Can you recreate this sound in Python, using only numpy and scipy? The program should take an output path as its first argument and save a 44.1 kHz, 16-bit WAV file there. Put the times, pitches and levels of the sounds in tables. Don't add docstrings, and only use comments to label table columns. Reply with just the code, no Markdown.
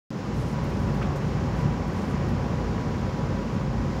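import sys
import numpy as np
from scipy import signal
from scipy.fft import rfft, irfft
from scipy.io import wavfile

SR = 44100
rng = np.random.default_rng(int(sys.argv[2]) if len(sys.argv) > 2 else 0)


def log_audio(samples):
    frames = np.atleast_2d(samples).T
    limited = np.clip(frames, -1, 1)
    pcm = np.round(limited * 32767).astype(np.int16)
    wavfile.write(sys.argv[1], SR, pcm)


N = 176400

# t/s, gain/dB
RIDE_EFFORT = [(.1, -5.5), (.2, -2.5), (.3, -1.5), (.75, 0.55), (1.2, 0.3), (1.7, 1), (1.85, -0.5),
               (2.05, 0.9), (2.35, 0.5), (2.8, 0.5), (3.1, 0), (3.7, -1), (4, 0.5)]


def road(rumble_db=-28.5, grain_db=0.5, grain_hz=25):
    # f/Hz, relative level/dB
    spectrum = [(20, -44), (44, -28), (54, -7.5), (70, -2), (95, -5), (150, -1.5), (225, -2.5), (270, -7.5),
                (330, -9.5), (450, -12.5), (560, -12.5), (650, -20), (820, -19), (1100, -20), (1400, -24.5),
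                (2000, -29), (3200, -37.5), (6000, -65)]
    # f/Hz, width/Hz, level/dB
    modes = [(91.8, 4, -39.5), (120.8, 5.5, -38), (141.9, 4, -35), (171.6, 5.6, -42), (213.4, 4.1, -42.5),
             (227.9, 5.3, -45), (535.3, 8.2, -50.5), (815, 19, -49.5), (1125, 50, -55.5), (1524, 13, -59.5),
             (1910, 35, -61)]
    shaking = noise() * undb(grain_db * walk(grain_hz))
    rumble = undb(rumble_db) * colour(shaking, spectrum)
    boom = sum(undb(db) * ring(noise(), hz, width) for hz, width, db in modes)
    dull_boom = signal.sosfilt(signal.butter(2, 2500, fs=SR, output="sos"), boom)
    return (rumble + dull_boom) * undb(curve(RIDE_EFFORT))


def bumps(hz=124, width_hz=124, attack_s=0.0083, decay_s=0.021):
    # t/s, level/dB
    jolts = [(.275, -29), (.38, -26.5), (0.729, -23), (1.39, -28), (1.42, -26.5), (1.61, -28), (1.65, -25),
             (2.105, -24.5), (2.31, -31), (3.545, -36)]
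    thud = noise()
    for _ in range(3):
        thud = ring(thud, hz, width_hz)
    return thud * sum(undb(db) * burst(start, attack_s, decay_s) for start, db in jolts)


def engine(level_db=-36.5):
    # t/s, f/Hz
    firing = [(.1, 56), (2.6, 55.57), (3.3, 54), (4, 55.2)]
    return undb(level_db) * tone(curve(firing), wander=0.014, waver_db=3, wander_hz=4.8, waver_hz=14)


def whine(gear_hz=978.5):
    # t/s, level/dB
    swell = [(.1, -58), (.55, -46.5), (.9, -49), (1.25, -53), (1.7, -44), (1.9, -51.5), (2.15, -46),
             (2.7, -47.5), (3.25, -47), (3.55, -47.5), (4, -50)]
    # f/Hz, level/dB
    tones = [(745, -54), (1070, -54.5), (2271, -67), (2666, -68)]
    gear = undb(curve(swell)) * tone(gear_hz, wander=0.00202, waver_db=1.5)
    faint = sum(undb(db) * tone(hz, wander=0.003, waver_db=-1.0) for hz, db in tones)
    return gear + faint * undb(curve(RIDE_EFFORT))


def air(level_db=-50, follow=0.42, flutter_db=0.35):
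    # f/Hz, relative level/dB
    spectrum = [(500, 1), (2500, -1.5), (3600, -1.5), (5400, 0.5), (6200, -3.5), (7100, -5), (8100, -16.5),
                (10000, -19.5), (11000, -23.5), (15500, -24.5)]
    hiss = colour(noise(), spectrum)
    return hiss * undb(level_db + follow * curve(RIDE_EFFORT) + flutter_db * walk(6.8))


def creak(rough_db=2.5, attack_s=0.0074):
    # t/s, f/Hz, width/Hz, level/dB, decay/s
    slips = [(1.012, 1400, 604, -34.5, 0.016), (1.019, 2260, 800, -39.5, 0.017),
             (1.036, 2940, 1200, -49, .018), (1.05, 675, 200, -35.5, 0.062)]
    friction = noise() * undb(rough_db * walk(250))
    return sum(undb(db) * ring(ring(friction, hz, width), hz, width) * burst(start, attack_s, decay)
               for start, hz, width, db, decay in slips)


def trim(rough_db=2.2, attack_s=0.0016, tick_decay_s=0.017, chatter_db=-51.5):
    # t/s, level/dB
    ticks = [(.636, -57), (.692, -59), (.798, -59), (.94, -59), (1.157, -59), (1.876, -61), (1.93, -66),
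             (2.07, -65), (2.283, -59)]
    # t/s, length/s, level/dB
    rustles = [(.32, .15, -57), (.44, 0.12, -58), (0.524, .58, -65), (1.18, .15, -65), (1.55, .1, -61),
               (1.87, 0.29, -62), (2.08, .06, -63), (2.28, .06, -64), (3.5, .08, -67)]
    # f/Hz, relative level/dB
    tick_spectrum = [(3000, -20), (7000, -3), (10000, -2), (13500, 0), (15500, -4)]
    chatter_spectrum = [(2000, -9), (5000, -4), (7000, 4), (8500, -7), (12000, -12), (15500, -20)]
    rustle_spectrum = [(3000, -5), (7000, 1), (10000, -3), (12500, -7), (15500, -17)]
    ticking = sum(undb(db) * burst(start, attack_s, tick_decay_s) for start, db in ticks)
    chatter = undb(chatter_db) * burst(1.157, attack_s, decay_s=0.026)
    rustling = sum(undb(db) * np.sin(np.pi * np.clip((clock() - start) / length, 0, 1))
                   for start, length, db in rustles)
    layers = (ticking, tick_spectrum), (chatter, chatter_spectrum), (rustling, rustle_spectrum)
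    return sum(envelope * colour(noise() * undb(rough_db * walk(300)), spectrum)
               for envelope, spectrum in layers)


def tone(hz, wander, waver_db, wander_hz=10.7, waver_hz=7.5):
    pitch = hz * (1 + wander * walk(wander_hz))
    phase = 2 * np.pi * np.cumsum(pitch) / SR
    return unit(np.sin(phase) * undb(waver_db * walk(waver_hz)))


def burst(start, attack_s, decay_s):
    age = clock() - start
    return np.clip(age / attack_s, 0, 1) * np.exp(-np.maximum(age - attack_s, 0) / decay_s)


def ring(x, hz, width):
    f = bins()
    return unit(irfft(rfft(x) / (1 + 1j * (f * f - hz * hz) / (f * width)), N))


def colour(x, spectrum):
    hz, db = np.array(spectrum).T
    gain = undb(np.interp(np.log(bins()), np.log(hz), db))
    return unit(irfft(rfft(x) * gain, N))


def walk(rate_hz):
    lowpass = np.exp(-np.minimum((bins() / rate_hz) ** 2, 20))
    return unit(irfft(rfft(noise()) * lowpass, N))


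def noise():
    return rng.standard_normal(N)


def curve(rows):
    return np.interp(clock(), *np.array(rows).T)


def clock():
    return np.arange(N) / SR


def bins():
    return np.maximum(np.arange(N // 2 + 1) * SR / N, 1)


def undb(db):
    return 10 ** (np.asarray(db) / 20)


def unit(x):
    return x / np.sqrt(np.mean(x ** 2))


def scene():
    return (road() + air() + engine() + whine() + trim() + creak() + bumps())[None]


def record(dry, open_s=0.1048, bass_hz=106, settle_s=0.28, top_hz=15700):
    age = clock() - open_s
    thin = signal.sosfiltfilt(signal.butter(3, bass_hz, "high", fs=SR, output="sos"), dry)
    bass = (dry - thin) * np.clip(age / settle_s, 0, 1) ** 2
    heard = (thin + bass) * (age >= 0)
    return signal.sosfilt(signal.ellip(10, .1, 80, top_hz, fs=SR, output="sos"), heard)


dry = scene()
out = record(dry)
log_audio(out)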